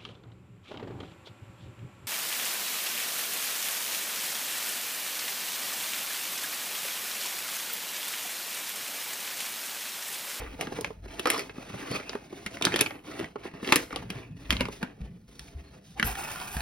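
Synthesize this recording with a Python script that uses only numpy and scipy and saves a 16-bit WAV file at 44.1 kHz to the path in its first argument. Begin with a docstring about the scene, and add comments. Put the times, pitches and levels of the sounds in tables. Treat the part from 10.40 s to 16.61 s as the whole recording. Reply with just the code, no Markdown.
"""Foil snaps and crinkles close by: a stiff bag of coffee beans is picked up, opened and shifted on a table.
Bursts of force ring resonances for the creases, decaying sines make panels boom and the table thud.
Then a spoon is lifted and pushed into the tipped bag; beans slide and rattle as streams of tiny clicks.
The place is a small room, with a hand grinder on the table and a phone with two microphone ports close by.
The ports hear direct sound shifted in phase, a quick spray of reflections, and the ring of the room."""
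import sys
import numpy as np
from scipy import signal
from scipy.fft import rfft, irfft, next_fast_len
from scipy.io import wavfile
from scipy.ndimage import uniform_filter1d

SR = 44100
rng = np.random.default_rng(int(sys.argv[2]) if len(sys.argv) > 2 else 0)


def output_pcm(signal):
    """Save a mono or channel-first signal as 16-bit PCM at the path in sys.argv[1].

    Samples are clipped to [-1, 1] before scaling.
    """
    pcm = np.clip(np.atleast_2d(signal).T, -1, 1) * 32767
    wavfile.write(sys.argv[1], SR, np.round(pcm).astype(np.int16))


N = 273861  # length in samples

# Levels below are settings before the *_db trims of the functions that use them.
# sharp contacts, mostly foil snapping:
# [t/s, crack level/dB, crack f/Hz, treble re crack/dB, panel boom level/dB, panel f/Hz]
SNAPS = [(0.21, -18, 2600, -7.5, -35, 450), (0.27, -30, 1750, -21, -38, 406),
         (0.41, -26.5, 5070, 2.5, -34.5, 420), (0.445, -19, 1978, -22, -35, 572),
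         (0.795, -20, 2830, -6, -31.5, 370), (0.8556, -14.5, 1162, -19.5, -24.5, 490),
         (0.8706, -18.5, 1260, -11, -27, 528), (0.88, -27.5, 1270, -42, -32, 487),
         (0.9014, -11.5, 2190, 0.5, -29.5, 640), (0.924, -30.5, 1700, -11, -42, 523),
         (0.935, -29.5, 930, -6, -32, 453), (0.943, -26, 1110, -24, -42, 586),
         (0.96, -25, 1037, -25, -40, 465), (0.978, -27, 1720, -5, -34.5, 423),
         (0.993, -22, 2350, -7, -37, 540), (1.095, -31, 2500, -60, -42.5, 426),
         (1.513, -28.5, 2320, -6, -31, 487), (1.599, -30, 2070, -45, -38.5, 393),
         (1.731, -33, 1910, -25, -39, 670), (1.694, -21.5, 3950, -51, -37.5, 386),
         (1.751, -32, 856, -20, -25.5, 403), (2.062, -19.5, 2060, -11.5, -31, 200),
         (2.17, -25.5, 2220, -29, -43, 396), (2.211, -25, 1290, -19, -30, 447),
         (2.223, -12, 3200, -16, -34, 202), (2.2517, -2.5, 4640, -8.5, -27, 380),
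         (2.268, -18.5, 1270, -23, -28, 184), (2.321, -22.5, 2190, -36, -43.5, 400),
         (2.3408, -14, 2750, -30, -21.5, 347), (2.36, -12.5, 2060, -11, -28, 537),
         (2.391, -15.5, 3100, -13, -35.5, 460), (2.407, -16, 2670, -9, -37.5, 400),
         (2.41, -7, 2600, 1, -26, 253), (2.418, -38.5, 1480, -21.5, -27, 414),
         (2.461, -17, 2450, -46, -46, 259), (2.507, -30, 2200, -56, -41.5, 576),
         (2.793, -28.5, 2360, -11, -40.5, 406), (2.809, -33.5, 1880, -19, -30.5, 343),
         (2.843, -27.5, 2180, -46, -44.5, 172), (2.957, -36, 1144, -32, -31.5, 409),
         (3.246, -25.5, 2180, -28, -45, 190), (3.275, -23, 2970, -24.5, -31, 379),
         (3.29, -20.5, 2600, -35.5, -30.5, 238), (3.323, 0, 2712, -12, -21, 269),
         (3.3293, -16.5, 1166, -23.5, -26, 379), (3.358, -6, 2078, -3.5, -21.5, 271),
         (3.365, -16.5, 2400, -2, -28, 297), (3.506, -36.5, 1654, -38, -40, 504),
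         (3.527, -32, 1110, -18, -35, 266), (3.56, -21, 3220, -10, -34, 541),
         (3.702, -23.5, 2380, -9, -31.5, 200), (4.1055, -5.5, 3500, -12, -49.5, 187),
         (4.125, -17, 2150, -14.5, -31, 241), (4.1672, -22.5, 3110, -46, -40.5, 166),
         (4.2075, -14, 2360, -15.5, -29, 223), (4.254, -23, 2570, -28, -40.5, 299),
         (4.284, -38.5, 1062, -11, -34, 403), (4.428, -25, 1560, -14, -25.5, 190.5),
         (6.167, -29.5, 1450, -4, -32, 144)]
# soft buckling of a bag panel: [t/s, level/dB, f/Hz]
BUCKLES = [(0.018, -32.5, 480), (0.192, -33, 480), (0.228, -30.5, 455), (0.274, -31.5, 233),
           (0.322, -27.5, 392), (0.387, -25, 467), (0.505, -29.5, 430), (0.658, -38, 376),
           (1.182, -31.5, 258), (1.3, -31, 183), (1.342, -31, 397), (1.512, -30, 394), (1.549, -33.5, 378),
           (1.926, -31.5, 350), (2.796, -26.5, 410), (3.054, -30, 374), (3.138, -32.5, 186),
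           (3.229, -28, 200), (3.392, -30.5, 348.4)]
# modes of a buckling panel: [multiple of its f, level/dB, t60/s]
BOOM_MODES = [(.62, -1, 0.036), (1.001, 5.5, 0.046), (1.45, 6, 0.022), (2.1, -9, 0.038)]
# fingers squeezing the bag: [t/s, length/s, last crinkle level/dB, build-up/dB, crispness re crinkle/dB]
SQUEEZES = [(0.0, 0.0042, -39.5, -21, -10.5), (0.07, 0.118, -50.5, 4.5, -8), (0.176, 0.046, -40, 15, -5),
            (0.276, 0.19, -50.5, -4.5, -4), (0.612, 0.24, -48.5, 7.5, -4), (0.864, 0.026, -31.5, 0.5, -9),
            (0.895, 0.094, -38.5, -1, -3.5), (1.11, 0.45, -40.5, 13, -4), (1.634, 0.21, -57, -7.5, -3),
            (1.876, 0.38, -52.5, 0.5, -2.5), (2.205, 0.2, -37, 4, -7.5), (2.448, 0.0772, -47, -1.5, -14.5),
            (2.63, 0.17, -44.5, 4, -5.5), (2.966, 0.0785, -43.5, 18, -8.5),
            (3.118, 0.099, -54.5, -5, -11.5), (3.208, 0.16, -36, 10.5, -2), (3.491, 0.098, -43.5, 10, -9.5),
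            (3.684, 0.15, -52.5, -8, -9.5), (3.952, 0.15, -59.5, -1.5, -3), (4.09, 0.064, -44.5, -5, -6),
            (4.189, 0.027, -41, 1, -10.5), (4.299, 0.024, -49.5, 14.5, 3), (4.402, 0.015, -43, 31, -13.5),
            (4.561, 0.19, -68, -10, -7), (4.849, 0.22, -61.5, 10, 6), (5.027, 0.32, -61.5, 6, -3.5),
            (5.429, 0.093, -72.5, -2, 13), (5.555, 0.095, -49.5, 0.5, -4.5)]
# colouring of the foil creases: [f/Hz, level/dB]
FOIL = [(300, 4), (700, 4), (1300, 0), (2600, 2), (3700, -9.5), (6000, -20)]
# colouring of the finest, crisp creases: [f/Hz, level/dB]
CRISP = [(2000, -2.5), (3600, 2), (5200, -0.5), (6400, 1), (7400, -9.5), (9000, -4), (11800, -8.5),
         (13500, -13)]
# resonances of the rubbed bag: [f/Hz, width/Hz, level/dB]
PANELS = [(264, 57, 0.5), (304, 72, 0.5), (398, 34, -0.5), (494, 73, -6.5), (679, 43, -4.5)]
# beans sliding: a rush as the spoon digs in, then a steady rattle that swells at the end:
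# [t/s, rattle level/dB, hiss on foil level/dB]
BEANS = [(5.64, -47, -39), (5.675, -34, -37), (5.74, -41, -45), (6.02, -40, -43.5), (6.12, -42.5, -43),
         (6.21, -37.5, -40)]
# single beans dropping: [t/s, level/dB, f/Hz]
CLACKS = [(5.753, -22.5, 1710), (5.958, -26.5, 1454), (6, -28.5, 1680), (6.014, -27, 960),
          (6.205, -23, 2530)]
# colouring of the bean rattle: [f/Hz, level/dB]
RATTLE = [(150, 11.5), (330, 10), (490, 5), (750, 3.5), (1100, -3), (1500, 1), (2050, -5), (2550, 3.5),
          (3300, -5.5), (5500, -17), (8000, -45)]
# colouring of beans hissing on foil: [f/Hz, level/dB]
BEAN_HISS = [(3000, -7.5), (6000, 3.5), (7400, -0.5), (9000, 4), (11800, 0.5), (13500, 9), (16000, -4.5)]
# spoon knocking against the bag as it goes in: [t/s, level/dB]
KNOCKS = [(5.5972, -16), (5.6274, -12.5)]
# what rings at such a knock: [f/Hz, level/dB, t60/s]
KNOCK_MODES = [(215, -9.5, 0.058), (1714, 3.5, 0.012), (1950, 15, 0.0061), (2920, 10.5, 0.0072)]
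# bag put down and rocking on the table: [t/s, level/dB]
LANDINGS = [(4.208, -26), (4.285, -43), (4.429, -33)]
# what rings at a landing: [f/Hz, level/dB, t60/s]
LANDING_MODES = [(251.6, 3.5, 0.12), (540, 4, 0.033), (960, 0, 0.055), (1400, -3, 0.04), (1590, -11, 0.03),
                 (2260, -19, 0.031), (2750, -5, 0.042)]
# squeaks of foil and spoon, low groans of the table as the bag is dragged:
# [t/s, length/s, f/Hz, half the width of each of two filters in series/Hz, level/dB]
SCRAPES = [(0.428, 0.42, 51.1, 6, -44), (0.52, 0.23, 90, 6.6, -51), (0.83, 0.16, 5200, 360, -43),
           (0.95, 0.081, 5100, 280, -40.5), (1.477, 0.13, 4520, 300, -44.5), (1.51, 0.094, 2530, 150, -40),
           (1.561, 0.25, 2560, 140, -51.5), (3.471, 0.7, 123.5, 7.9, -50), (3.7, 0.17, 122, 10, -40),
           (3.621, 0.56, 271, 31, -54), (3.672, 0.35, 2530, 110, -65), (5.552, 0.048, 790, 90, -43),
           (5.642, 0.051, 11700, 380, -31.5), (6.11, 0.057, 11600, 520, -45.5)]
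# dull bumps on the table: [t/s, level/dB, f/Hz]
THUDS = [(.004, -50.5, 54.1), (3.53, -34.5, 64.8), (4.094, -19, 64.7), (4.197, -24.5, 60.4),
         (4.609, -23.5, 56.5), (5.149, -25, 70.8), (5.642, -21.5, 55.8), (6.156, -20, 64.3)]
# bag or hand sliding on the table: [t/s, length/s, level/dB]
SLIDES = [(0.099, 0.39, -49.5), (1.323, 0.044, -43), (1.497, 0.036, -38), (2.235, 0.171, -42),
          (2.788, 0.016, -40.5), (3.253, 0.16, -51), (3.502, 0.26, -46.5), (3.885, 0.076, -46),
          (4.081, 0.17, -38.5), (4.598, 0.022, -38.5), (4.673, 0.091, -45.5), (5.624, 0.048, -40)]
# colouring of the table rumble: [f/Hz, level/dB]
TABLE = [(50, -21.5), (100, 6), (130, 5.5), (210, 5), (300, -21.5), (600, -58)]
# sway of the hand-held phone: [t/s, level/dB]
SWAYING = [(0.0, -37.5), (0.4, -55), (1.0, -63), (3.4, -60.5), (3.6, -50), (3.95, -62), (4.15, -40),
           (4.5, -62), (5.2, -52.5), (5.5, -68.5), (5.67, -37.5), (5.95, -64.5), (6.21, -48)]
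# colouring of that sway: [f/Hz, level/dB]
SWAY = [(15, -11.5), (30, -11), (55, 10), (85, -6.5), (200, -40.5)]
# phase by which the left port leads the right: [f/Hz, phase/rad]
PORT_PHASE = [(20, .1), (140, -.17), (400, -.33), (520, -.85), (720, -1.9), (880, .7), (1450, .15),
              (2000, .45), (3000, 1.7), (3900, .7), (5100, .45), (6900, 3), (7700, 3.3), (10000, 6.2),
              (11000, 6.3), (13000, 9.4), (14200, 9.6), (16000, 12)]
# how much louder direct sound is at the left port: [f/Hz, level/dB]
PORT_BALANCE = [(110, 1), (200, -1), (420, 1.5), (700, -2), (1290, -3.5), (2380, 0), (4400, -1.5),
                (8120, 0), (15000, 0.5)]
# decay of the room's ring, a negative value meaning none: [f/Hz, t60/s]
ROOM_T60 = [(100, -1.35), (600, 0.25), (3000, 0.14), (14000, 0.45)]
# strength of the room's ring: [f/Hz, level/dB]
ROOM_DB = [(100, -15), (400, -11.5), (1000, -5.5), (3000, -9.5), (14000, -20.5)]
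# colouring of the quiet room: [f/Hz, level/dB]
ROOM_TONE = [(25, -8.5), (120, -3.5), (250, 5), (600, -11.5), (1200, -24.5), (4000, -24.5), (11000, -32),
             (16000, -27.5)]

SNAP_CYCLES = 1.5  # a crease gives way in this many cycles of its pitch: small creases snap faster
SPIKE_DB = -7  # the instant when the crease flips, re the burst
UNPITCHED_DB = -2.5  # share of a foil crack outside its resonance
# shiver after a snap: dB at the reference crack level and pitch,
# dB lost per dB of a louder crack, dB lost per octave of a higher pitch
SHIVER_DB, SHIVER_REF_DB, SHIVER_REF_HZ = -5, -31, 1762
SHIVER_LOSS, SHIVER_DB_PER_OCTAVE = 0.15, 5.5
# a push takes hold in a moment plus a share of its length, and dies away when the hand lets go
TAKE_HOLD_S, TAKE_HOLD_SHARE, LET_GO_DB_PER_S = 0.0032, 0.21, 175.5
RESTING_DB = -74.5  # crinkle of the bag when barely touched
# panel murmur: dB at a crinkle of the reference dB, then dB per dB of crinkle
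RUB_DB, RUB_REF_DB, RUB_FOLLOWS = -45, -47, 0.8
TICKS_PER_S, TICK_DB = 28, -16  # lone louder creases, dB re the dense crinkle
BEAN_TICKS_PER_S, BEAN_TICK_DB = 60, -13.5  # lone louder beans, dB re the dense rattle
LIFT_S, LIFT_DB = 4.9938, -35.5  # the spoon's tick as it is picked up
# the spoon's faint ring as it slides off the paper
SING_S, SING_LENGTH_S, SING_HZ, SING_RISE_HZ, SING_DB = 5.228, 0.095, 4290, 260, -61
ROOM_TONE_DB = -69.5
CUTOFF_HZ = 15900


def snaps(crack_db=-8, boom_db=2, buckle_db=-3, tick_db=-15):
    """Sharp snaps crack and boom; soft buckles boom with a faint dull tick."""
    out = np.zeros(N)
    for s, db, hz, treble_db, panel_db, panel_hz in SNAPS:
        louder_db = db - SHIVER_REF_DB
        octaves = np.log2(hz / SHIVER_REF_HZ)
        shiver_db = SHIVER_DB - SHIVER_LOSS * louder_db - SHIVER_DB_PER_OCTAVE * octaves
        add(out, s, from_db(db + crack_db) * crack(hz, treble_db, shiver_db, UNPITCHED_DB))
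        add(out, s, from_db(panel_db + boom_db) * boom(panel_hz, rise_s=0.0025))
    for s, db, hz in BUCKLES:
        add(out, s, from_db(db + buckle_db) * boom(hz, rise_s=0.0014))
        tick = crack(hz=1056, treble_db=-20.5, shiver_db=-19.5, broad_db=-10.5)
        add(out, s, from_db(db + tick_db) * tick)
    return out


def crack(hz, treble_db, shiver_db, broad_db, shiver_t60=0.066, width=0.24, low_hz=550,
          top_hz=5500, top_fall=0.064, edge_hz=8500, edge_top_hz=12600):
    """A crease gives way within a millisecond or two, then the foil around it shivers in tiny slips."""
    t = np.arange(SR // 4) / SR
    snap_s = SNAP_CYCLES / hz
    burst = t / snap_s * np.exp(1 - t / snap_s)
    slips = rms_one(uniform_filter1d(rng.exponential(1, len(t)) ** 3, size=50))
    shiver = from_db(shiver_db) * (1 - np.exp(-t / snap_s)) * dying(t, shiver_t60) * slips
    force = burst + shiver
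    force[np.argmax(burst)] += from_db(SPIKE_DB) * np.linalg.norm(burst)
    # random signs turn the force into three independent noises
    pitched, broad, edge = force * rng.choice([-1, 1], (3, len(t)))
    # brighter contacts and smaller creases reach higher
    reach_hz = top_hz * np.exp(top_fall * treble_db) + hz
    pitched = rms_one(cut(resonate(pitched, hz, width * hz), reach_hz, "low"))
    broad = rms_one(cut(cut(broad, low_hz, "high"), reach_hz, "low"))
    edge = rms_one(cut(cut(edge, edge_hz, "high", order=4), edge_top_hz, "low", order=4))
    mix = pitched + from_db(broad_db) * broad + from_db(treble_db) * edge
    return mix * np.sqrt(np.mean(force ** 2))


def boom(hz, rise_s):
    """A bag panel flips over and rings briefly in a few modes."""
    t = np.arange(SR // 4) / SR
    modes = 0
    for multiple, db, t60 in BOOM_MODES:
        wave = np.sin(2 * np.pi * (hz * multiple * t + rng.random()))
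        modes = modes + from_db(db) * dying(t, t60) * wave
    return modes * (1 - np.exp(-t / rise_s))


def crinkle(clump_db=3, patchy_db=4, crease_width=0.17):
    """Fingers work the foil: creases of many sizes tick in clumps and the rubbed panels murmur."""
    effort, crispness = from_db(RESTING_DB), from_db(RESTING_DB)
    for s, length, db, build_db, treble_db in SQUEEZES:
        squeeze = from_db(db) * push(s, length, build_db)
        effort = np.maximum(effort, squeeze)
        crispness = np.maximum(crispness, from_db(treble_db) * squeeze)
    clumps = from_db(clump_db * drift(70))
    creases = 0
    for hz in np.geomspace(600, 4800, 16):  # each crease size rings at its own pitch
        patches = from_db(patchy_db * drift(35))
        clicks = grains(per_s=220, spread_db=0.0)
        creases = creases + patches * resonate(clicks, hz, crease_width * hz)
    ticks = from_db(TICK_DB) * rms_one(grains(TICKS_PER_S, spread_db=1.0))
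    foil = effort * coloured(rms_one(creases * clumps) + ticks, FOIL)
    crisp = crispness * coloured(grains(per_s=3300, spread_db=1.0) * clumps, CRISP)
    slips = grains(per_s=900, spread_db=2.5) * clumps
    rub = 0
    for k, (hz, width, db) in enumerate(PANELS):  # neighbouring panels move in opposite phase
        rub = rub + (-1) ** k * from_db(db) * resonate(slips, hz, width)
    rub_level = from_db(RUB_DB) * (effort / from_db(RUB_REF_DB)) ** RUB_FOLLOWS
    return foil + crisp + rub_level * rms_one(rub)


def push(s, length, build_db=0):
    """Gain of one push of the hand: takes hold, builds or eases to 1 at letting go, then dies away."""
    t = np.arange(N) / SR - s
    held = np.clip(t / length, 0, 1)
    hold = np.clip(t / (TAKE_HOLD_S + TAKE_HOLD_SHARE * length), 0, 1)
    let_go_db = LET_GO_DB_PER_S * np.clip(t - length, 0, 1)
    return hold * from_db(build_db * (held - 1) - let_go_db)


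def beans(rattle_db=-1.0, start_s=5.64, rise_s=0.0036, clump_db=2.5, bean_width=0.11,
          patchy_db=0.3, contact_db=-4, clack_db=-10):
    """Beans tumble in slides, knock at many pitches and tick on the foil; a few drop with a clear clack."""
    rattle_level, hiss_level = in_time(BEANS)
    slides = from_db(clump_db * drift(60))
    bean_knocks = 0
    for hz in np.geomspace(700, 4200, 26):
        patches = from_db(patchy_db * drift(14))
        clicks = grains(per_s=250, spread_db=2.0)
        bean_knocks = bean_knocks + patches * resonate(clicks, hz, bean_width * hz) / np.sqrt(hz)
    contacts = grains(per_s=880, spread_db=-3.5)
    ticks = from_db(BEAN_TICK_DB) * rms_one(grains(BEAN_TICKS_PER_S, spread_db=7.0))
    dense = (rms_one(bean_knocks) + from_db(contact_db) * rms_one(contacts)) * slides
    rattle = coloured(rms_one(dense) + ticks, RATTLE)
    hiss = coloured((contacts + grains(per_s=1500, spread_db=0)) * slides, BEAN_HISS)
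    flow = np.clip((np.arange(N) / SR - start_s) / rise_s, 0, 1)
    out = flow * (from_db(rattle_level + rattle_db) * rattle + from_db(hiss_level) * hiss)
    for s, db, hz in CLACKS:
        add(out, s, from_db(db + clack_db) * crack(hz, treble_db=-13, shiver_db=-20, broad_db=-3))
    return out


def knocks(rise_s=0.0016, tick_db=-6):
    """The spoon meets the full bag: a dry clack over a hollow thump, and the foil ticks."""
    t = np.arange(SR // 4) / SR
    ring = 0
    for hz, db, t60 in KNOCK_MODES:
        ring = ring + from_db(db) * dying(t, t60) * np.sin(2 * np.pi * hz * t)
    ring = ring * (1 - np.exp(-t / rise_s))
    out = np.zeros(N)
    for s, db in KNOCKS:
        tick = crack(hz=1870, treble_db=-16.0, shiver_db=-30.0, broad_db=-7.5)
        add(out, s, from_db(db) * (ring + from_db(tick_db) * tick))
    return out


def landings(rise_s=0.00072):
    """The full bag lands on the table: a dull knock in the modes of the table top."""
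    t = np.arange(SR // 4) / SR
    out = np.zeros(N)
    for s, db in LANDINGS:
        ring = 0
        for hz, mode_db, t60 in LANDING_MODES:
            wave = np.sin(2 * np.pi * (hz * t + rng.random()))
            ring = ring + from_db(mode_db) * dying(t, t60) * wave
        add(out, s, from_db(db) * ring * (1 - np.exp(-t / rise_s)))
    return out


def spoon(detune=0.023):
    """The spoon leaves the table with one dry tick, then sings a faint tone that rises and falls."""
    t = np.arange(N) / SR
    arch = np.sin(np.pi * np.clip((t - SING_S) / SING_LENGTH_S, 0, 1))
    # one chance offset of the whole tone's pitch
    hz = (SING_HZ - SING_RISE_HZ * (1 - arch)) * (1 + detune * rng.standard_normal())
    out = from_db(SING_DB) * arch * np.sin(2 * np.pi * np.cumsum(hz) / SR)
    tick = crack(hz=3600, treble_db=-8, shiver_db=-22, broad_db=0, low_hz=900)
    add(out, LIFT_S, from_db(LIFT_DB) * tick)
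    return out


def scrapes(slips_per_s=1500):
    """Tiny slips of friction excite one steep-sided resonance for each scrape."""
    out = np.zeros(N)
    for s, length, hz, width, db in SCRAPES:
        swell = np.hanning(int(length * SR))
        slips = grains(slips_per_s, spread_db=2)[:SR]
        rasp = resonate(resonate(slips, hz, 2 * width), hz, 2 * width)
        settled = rasp[-len(swell):]
        add(out, s, from_db(db) * swell * rms_one(settled))
    return out


def table(thud_db=-3, thud_t60=0.24, rise_s=0.0086, upper=1.8, upper_db=-8, leaning_db=-56, sway_db=-1):
    """The table rumbles under leaning and sliding, and swings in two low modes when bumped; the phone sways."""
    t = np.arange(SR // 2) / SR
    sway_level, = in_time(SWAYING)
    drag = from_db(leaning_db)
    for s, length, db in SLIDES:
        drag = np.maximum(drag, from_db(db) * push(s, length))
    sway = from_db(sway_level + sway_db) * coloured(rng.standard_normal(N), SWAY)
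    out = sway + drag * coloured(rng.standard_normal(N), TABLE)
    for s, db, hz in THUDS:
        # the upper mode carries the decay twice, so it dies twice as fast
        high = from_db(upper_db) * np.sin(2 * np.pi * hz * upper * t) * dying(t, thud_t60)
        swing = (np.sin(2 * np.pi * hz * t) + high) * dying(t, thud_t60)
        add(out, s, from_db(db + thud_db) * swing * (1 - np.exp(-t / rise_s)))
    return out


def ports(x):
    """Direct sound bends round the phone and reaches its two ports out of phase and unequally loud."""
    size = next_fast_len(N + SR // 10)
    hz = np.fft.rfftfreq(size, 1 / SR)
    halves = np.array([[.5], [-.5]])  # each port takes half the difference: left, right
    phase = np.exp(1j * at_hz(PORT_PHASE, hz) * halves)
    path = phase * from_db(at_hz(PORT_BALANCE, hz) * halves)
    return irfft(rfft(x, size) * path, size)[:, :N]


def scatter(x, scatter_db=-11, scatter_t60=0.025, first_s=0.0008, low_hz=380, top_hz=6500):
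    """Table top, grinder and wall: a quick spray, unlike at each port, redrawn at random every 0.1 s."""
    t = np.arange(SR // 20) / SR
    hop = SR // 10  # sprays crossfade at constant power
    out = np.zeros((2, N))
    for start in range(0, N, hop):
        spray = rng.standard_normal((2, len(t))) * dying(t, scatter_t60) * (t > first_s)
        spray = cut(cut(spray, low_hz, "high"), top_hz, "low", order=1)
        response = rms_one(spray) / np.sqrt(len(t))
        piece = x[start:start + 2 * hop]
        piece = piece * np.sqrt(np.hanning(2 * hop))[:len(piece)]
        for port, reflections in zip(out, response):
            add(port, start / SR, signal.fftconvolve(piece, reflections))
    return from_db(scatter_db) * out


def room(x, first_s=0.00073, alike_hz=110):
    """Diffuse reflections die band by band; the bass is alike at both ports."""
    t = np.arange(SR // 2) / SR
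    response = 0
    for low in 60 * 2. ** np.arange(9):  # octave bands
        high, hz = min(2 * low, SR / 2 - 1), low * np.sqrt(2)
        band = signal.butter(2, [low, high], "band", fs=SR, output="sos")
        mid, side = signal.sosfilt(band, rng.standard_normal((2, len(t))))
        apart = hz ** 2 / (hz ** 2 + alike_hz ** 2)
        t60 = max(at_hz(ROOM_T60, hz), 1 / SR)
        tail = (mid + side * [[1], [-1]] * apart) * dying(t, t60) * (t > first_s)
        share = np.sqrt(2 * (high - low) / SR / len(t))
        response = response + from_db(at_hz(ROOM_DB, hz)) * rms_one(tail) * share
    return signal.fftconvolve(x[None], response, axes=1)[:, :N]


def room_tone():
    """The quiet room: steady coloured noise."""
    return from_db(ROOM_TONE_DB) * coloured(rng.standard_normal(N), ROOM_TONE)


def grains(per_s, spread_db):
    """Tiny clicks at random times and signs; the spread sets how unequal their sizes are."""
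    sizes = from_db(spread_db * np.minimum(rng.exponential(1, N), 4))
    return (rng.random(N) < per_s / SR) * sizes * rng.choice([-1, 1], N)


def drift(rate):
    """Slow chance with about `rate` turns a second; spread 1."""
    knots = rng.standard_normal(4096)
    return np.interp(np.arange(N) / SR * rate, np.arange(len(knots)), knots)


def resonate(x, hz, width_hz):
    """One resonance of gain 1."""
    r = np.exp(-np.pi * width_hz / SR)
    feed = np.array([1, 0, -1]) * (1 - r * r) / 2
    back = [1, -2 * r * np.cos(2 * np.pi * hz / SR), r * r]
    return signal.lfilter(feed, back, x + 1e-18)


def dying(t, t60):
    """Envelope that loses 60 dB in t60."""
    return np.exp(-np.log(1000) * t / t60)


def coloured(x, spectrum):
    """Filter a steady sound by a spectrum table; rms 1."""
    gain = from_db(at_hz(spectrum, np.fft.rfftfreq(N, 1 / SR)))
    return rms_one(irfft(rfft(x) * gain, N))


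def cut(x, hz, kind, order=2):
    """Causal low- or high-pass."""
    sos = signal.butter(order, min(hz, SR / 2 - 1), kind, fs=SR, output="sos")
    return signal.sosfilt(sos, x)


def at_hz(points, hz):
    """Read a table on a log-frequency axis."""
    f, value = np.transpose(points)
    return np.interp(np.log(np.maximum(hz, 1)), np.log(f), value)


def in_time(rows):
    """Each column of a curve at every sample."""
    s, *columns = np.transpose(rows)
    return [np.interp(np.arange(N) / SR, s, column) for column in columns]


def from_db(db):
    """Decibels to gain."""
    return 10 ** (np.asarray(db) / 20)


def rms_one(x):
    """Scale to rms 1."""
    return x / np.sqrt(np.mean(x ** 2) + 1e-20)


def add(track, s, sound):
    """Mix a sound in at time s."""
    at = max(round(s * SR), 0)
    track[at:at + len(sound)] += sound[:max(N - at, 0)]


def scene():
    """Bag, beans and spoon close to the phone, over the table, in a quiet small room."""
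    near = snaps() + crinkle() + knocks() + landings() + beans() + scrapes() + spoon()
    rumble = table()
    direct = ports(near + rumble + room_tone())
    return direct + scatter(near) + room(near + rumble)


def record(dry):
    """Peaks are rounded, then the top is cut steeply."""
    top_cut = signal.ellip(10, .1, 80, CUTOFF_HZ, fs=SR, output="sos")
    return signal.sosfilt(top_cut, np.tanh(dry))


dry = scene()
out = record(dry)
output_pcm(out)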